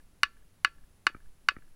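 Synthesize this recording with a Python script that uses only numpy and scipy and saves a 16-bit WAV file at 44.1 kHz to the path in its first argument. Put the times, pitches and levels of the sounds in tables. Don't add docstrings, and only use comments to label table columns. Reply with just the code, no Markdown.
import sys
import numpy as np
from scipy import signal
from scipy.fft import rfft, irfft
from scipy.io import wavfile

SR = 44100
rng = np.random.default_rng(int(sys.argv[2]) if len(sys.argv) > 2 else 0)


def ratio_of_db(decibels):
    return 10 ** (np.asarray(decibels, float) / 20)


def dump_mix(stems):
    frames = np.atleast_2d(stems).T
    limited = np.clip(frames, -1, 1)
    pcm = np.round(limited * 32767).astype(np.int16)
    wavfile.write(sys.argv[1], SR, pcm)


N = 77175

# frequency in Hz, level in dB per Hz.
HISS = [(88, -10.5), (150, 3), (360, -5), (783, -10.5), (1210, -11.5), (5000, -19.5), (10100, -20.5),
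        (16000, -25)]
# frequency in Hz, level in dB per Hz.
MURMUR = [(20, -9), (50, 2.5), (90, 0.5), (150, -8.5), (300, -16), (600, -40.5)]
# frequency in Hz, level in dB per Hz.
RUMBLE = [(4, 4), (8, 2), (20, -4.5), (40, -13), (80, -41.5), (300, -59.5)]
# time in seconds, rumble level in dB.
SWAY = [(0.0, -52.5), (0.024, -52), (0.116, -66.5), (0.438, -50), (0.536, -66.5), (0.848, -50),
        (0.916, -59.5), (1.042, -66.5), (1.198, -52.5), (1.276, -44.5), (1.374, -66.5), (1.422, -54),
        (1.496, -63), (1.578, -54), (1.69, -46.5), (1.75, -64)]
HISS_DB, MURMUR_DB, RUMBLE_DB = -68.5, -67.5, 1
HISS_EDGE_HZ, EDGE_HZ = 15850, 16600

WHINE_HZ, FLIP_HZ, WHINE_DB, LEAK_DB, SIDE_SLOPE = 10020, 38.25, -85.5, -8, .85

# start in seconds, length in seconds, level in dB.
CHIRPS = [(0, .03, -82), (.365, .035, -83), (.952, .035, -82), (1.302, .035, -82), (1.57, .03, -84)]
CRICKET_HZ, CRICKET_WIDTH_HZ = 9200, 610

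# start in seconds, strength in dB, brightness in dB per octave,
# crack in dB, snap in dB.
BLOWS = [
    (0.232, -2, 0.5, 3.5, 3.5),
    (0.6466, -3.5, -1, 1.5, 3.5),
    (1.067, -3, -1.5, -0.5, -12.5),
    (1.486, -3, -0.2, -2.5, 2),
]
EARLIER_S, EARLIER_DB = .19, 0
KNOCK_DB, RISE_S, HEAD_RISE_S = -12, .0006, .0003
DETUNE, SPREAD_DB = .003, 1

# frequency in Hz, level in dB, t60 in seconds.
STAKE = [(1139, -1.5, .032), (1343, -1.5, .03), (1494.5, 6, 0.02), (1723, -2.5, 0.041),
         (2055.5, 1.5, 0.021), (2372, 0, 0.015), (2550, -15.5, 0.079), (2692, -6.5, 0.03),
         (2862, -3, 0.032), (3018, -7, 0.025), (3704, -15, .038)]
# frequency in Hz, level in dB, t60 in seconds.
HEAD = [(3875, -18.5, .04), (4360, -4, 0.018), (4716, -11, 0.024), (5250, -23, 0.041), (5640, -12.5, 0.015),
        (6125, -18.5, 0.022), (4620, -19, 0.038), (3374, -21, 0.022)]
# frequency in Hz, level in dB, t60 in seconds.
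GRIP = [(330, -31, .035), (550, -31, .028), (750, -31, .025), (920, -25, .03)]
GRIP_TILT, GRIP_SPREAD_DB = 4.6, 1.5
# frequency in Hz, level in dB, t60 in seconds.
FACE = [(7050, -26.5, 0.015), (7700, -24.5, 0.021), (9750, -26, 0.0047), (10193, -28, 0.021),
        (11100, -28, .01)]
# frequency in Hz, level in dB, t60 in seconds.
RINGS = [(1362, -37, .3), (1745, -41, .33), (2406, -38, .11), (2480, -42, .13), (2790, -43, .11),
         (4452, -43, .18), (4517, -45, .18)]
# frequency in Hz, level in dB, t60 in seconds.
THUD = [(55, 3, .09), (190, -4.5, 0.014)]
THUD_DB = -47

CRACK_DB, CRACK_HZ, CRACK_TOP_HZ, CRACK_T60 = -23.5, 5650, 11300, .013
SIZZLE_DB, SIZZLE_T60 = -24.5, 0.045
SNAP_DB, SNAP_HZ, SNAP_T60 = -35, 13800, .007

# frequency in Hz, t60 in seconds.
NEAR = [(500, 0.13), (1500, 0.099), (4000, 0.085), (10000, .08)]
# frequency in Hz, t60 in seconds.
FAR = [(500, .3), (1500, 0.33), (4000, .35), (10000, .15)]
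NEAR_DB, NEAR_GAP_S, FAR_DB, FAR_GAP_S = -33.5, 0.02, -43, 0.023
# frequency in Hz, level in dB per Hz.
SLAP = [(300, -29.5), (900, -24), (1400, -3.5), (2600, -2), (3500, -8), (5000, -14.5), (8000, -29),
        (14000, -42)]
SLAP_DB = -40
# delay in seconds, level in dB.
ECHOES = [(0.021, -21.5), (.0275, -25.5), (.1, -52), (.135, -42), (.155, -49), (.19, -45)]
# frequency in Hz, width in Hz, level in dB.
HOLLOWS = [(1260, 87, -5.5), (1660, 160, -1.5), (2260, 130, -14)]

# start in seconds, level in dB.
SETTLES = [
    (.264, -61),
    (.676, -54),
    (1.099, -50.5),
    (1.517, -52),
]
# frequency in Hz, level in dB, t60 in seconds.
SOIL = [(320, 3, 0.023), (560.1, -0.5, .025), (900, -7.5, 0.021)]

# start in seconds, click in dB, thump in dB.
JOLTS = [
    (1.1468, -46.5, -33.5),
    (1.1647, -60, -46),
    (1.5649, -44.5, -33.5),
    (1.5845, -64, -47.5),
]
# frequency in Hz, level in dB, t60 in seconds.
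MOUNT = [(1292, 2.5, 0.02), (1570, -3, 0.024), (1870, 3.5, .015), (2300, 1.5, 0.0184)]
MOUNT_RISE_S, THUMP_LAG_S, THUMP_HZ, THUMP_T60 = .0012, .0028, 270, 0.012
SAG_S, SAG_DB = 0.0043, -10.5


def read(points, hz):
    f, value = np.transpose(points)
    return np.interp(np.log(hz + 1), np.log(f + 1), value)


def add(mix, s, sound):
    part = mix[max(round(s * SR), 0):][:len(sound)]
    part += sound[:len(part)]


def band(x, lo_hz, hi_hz):
    return signal.sosfilt(signal.butter(2, [lo_hz, hi_hz], "band", fs=SR, output="sos"), x)


def coloured(spectrum):
    gain = ratio_of_db(read(spectrum, np.fft.rfftfreq(N, 1 / SR)))
    x = irfft(rfft(rng.standard_normal(N)) * gain, N)
    return x / x.std()


def ring(modes, t, rise_s, tilt_db=0., spread_db=SPREAD_DB):
    hz, db, t60 = np.transpose(modes)[:, :, None]
    level_chance, pitch_chance = rng.standard_normal((2, len(modes), 1))
    brightness = tilt_db * np.log2(hz / 1500)
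    level = ratio_of_db(db + spread_db * level_chance + brightness - 60 * t / t60)
    sign = (-1.) ** np.arange(len(modes))[:, None]
    waves = sign * level * np.sin(2 * np.pi * hz * (1 + DETUNE * pitch_chance) * t)
    return waves.sum(axis=0) * (1 - np.exp(-t / rise_s))


def background():
    sway = ratio_of_db(RUMBLE_DB + np.interp(np.arange(N) / SR, *np.transpose(SWAY)))
    hiss = ratio_of_db(HISS_DB) * coloured(HISS)
    murmur = ratio_of_db(MURMUR_DB) * coloured(MURMUR)
    x = hiss + murmur + sway * coloured(RUMBLE)
    return signal.sosfilt(signal.ellip(10, .5, 60, HISS_EDGE_HZ, fs=SR, output="sos"), x)


def whine():
    t = np.arange(N) / SR
    flips = sum(np.sin(2 * np.pi * k * FLIP_HZ * t) / k ** SIDE_SLOPE for k in range(1, 13, 2))
    carrier = np.sin(2 * np.pi * WHINE_HZ * t)
    return ratio_of_db(WHINE_DB) * np.sqrt(2) * (2 * flips + ratio_of_db(LEAK_DB)) * carrier


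def cricket_chirp(length, db):
    t = np.arange(0, length, 1 / SR)
    noise = rng.standard_normal(len(t))
    x = band(noise, CRICKET_HZ - CRICKET_WIDTH_HZ / 2, CRICKET_HZ + CRICKET_WIDTH_HZ / 2)
    return ratio_of_db(db) * x / x.std() * np.sin(np.pi * t / length) ** 0.13


def scatter(x, decay, gap_s):
    taps = np.zeros(SR // 2)
    at = np.arange(0, SR // 2 - 20, 20)
    at = at + rng.integers(0, 20, len(at))
    taps[at] = rng.choice([-1., 1.], len(at))
    hz, t, z = signal.stft(taps, SR, nperseg=128)
    fade = ratio_of_db(-60 * t / read(decay, hz)[:, None])
    tail = signal.istft(z * fade, SR, nperseg=128)[1]
    tail = tail * np.clip(np.arange(len(tail)) / SR / gap_s, 0, 1) ** 2
    return signal.fftconvolve(x, tail / np.linalg.norm(tail))[:len(x)]


def echoes(x):
    taps = np.zeros(len(x))
    for (s, db), chance in zip(ECHOES, rng.standard_normal(len(ECHOES))):
        taps[round(s * SR)] = ratio_of_db(db + 2 * chance)
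    back = signal.fftconvolve(x, taps)[:len(x)]
    return sum(ratio_of_db(db) * signal.lfilter(*signal.iirpeak(hz, hz / width, fs=SR), back)
               for hz, width, db in HOLLOWS)


def steel_crack(t, snap_db):
    grit = rng.standard_normal(len(t))
    fade = ratio_of_db(-60 * t / CRACK_T60) + ratio_of_db(SIZZLE_DB - 60 * t / SIZZLE_T60)
    steep = band(band(grit, CRACK_HZ, CRACK_TOP_HZ), CRACK_HZ, CRACK_TOP_HZ)
    crack = ratio_of_db(CRACK_DB) * fade * steep
    snap = ratio_of_db(SNAP_DB + snap_db - 60 * t / SNAP_T60) * band(grit, SNAP_HZ, EDGE_HZ)
    face = ratio_of_db(KNOCK_DB) * ring(FACE, t, HEAD_RISE_S, spread_db=-1.5)
    return crack + snap + face


def stake_body(t, tilt_db):
    body = ring(STAKE, t, RISE_S, tilt_db) + ring(HEAD, t, HEAD_RISE_S, tilt_db)
    return body - ring(GRIP, t, RISE_S, GRIP_TILT * tilt_db, spread_db=GRIP_SPREAD_DB)


def slap_back(t, db):
    click = irfft(ratio_of_db(read(SLAP, np.fft.rfftfreq(len(t), 1 / SR))), len(t))
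    click = np.roll(click / np.linalg.norm(click), 100) * 10
    return scatter(ratio_of_db(db + SLAP_DB) * click, NEAR, NEAR_GAP_S)


def knock(db, tilt_db, crack_db, snap_db):
    t = np.arange(SR // 2) / SR
    crack = ratio_of_db(db + crack_db) * steel_crack(t, snap_db)
    direct = ratio_of_db(db + KNOCK_DB) * stake_body(t, tilt_db) + crack
    near = ratio_of_db(NEAR_DB) * scatter(direct, NEAR, NEAR_GAP_S)
    far = ratio_of_db(FAR_DB) * scatter(direct, FAR, FAR_GAP_S)
    wet = near + far + echoes(direct) + slap_back(t, db)
    rings = ratio_of_db(db + KNOCK_DB) * ring(RINGS, t, RISE_S)
    thud = ratio_of_db(db + THUD_DB) * ring(THUD, t, RISE_S, spread_db=1.5)
    return direct + wet + rings + thud


def settle(db):
    t = np.arange(SR // 10) / SR
    return ratio_of_db(db) * ring(SOIL, t, MOUNT_RISE_S, spread_db=3.5)


def mount_jolt(click_db, thump_db):
    t = np.arange(SR // 10) / SR
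    late = np.maximum(t - THUMP_LAG_S, 0)
    click = ring(MOUNT, t, MOUNT_RISE_S, spread_db=4.5)
    push = np.sin(2 * np.pi * THUMP_HZ * late) * ratio_of_db(-60 * late / THUMP_T60)
    sag = ratio_of_db(SAG_DB) * (late / SAG_S) ** 2 * np.exp(2 - 2 * late / SAG_S)
    return ratio_of_db(click_db) * click + ratio_of_db(thump_db) * (push - sag)


def scene():
    mix = background() + whine()
    for s, length, db in CHIRPS:
        add(mix, s, cricket_chirp(length, db))
    add(mix, 0, knock(EARLIER_DB, 0, 0, 0)[round(EARLIER_S * SR):])
    for s, *strike in BLOWS:
        add(mix, s, knock(*strike))
    for s, db in SETTLES:
        add(mix, s, settle(db))
    for s, click_db, thump_db in JOLTS:
        add(mix, s, -mount_jolt(click_db, thump_db))
    return -mix[None]


def band_limit(x):
    return signal.sosfilt(signal.butter(12, 16880, fs=SR, output="sos"), x)


def record(dry):
    lowpass = signal.firwin(255, EDGE_HZ, window=("kaiser", 8), fs=SR)
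    limited = signal.oaconvolve(dry, lowpass[None], "same")
    return band_limit(limited)


dry = scene()
out = record(dry)
dump_mix(out)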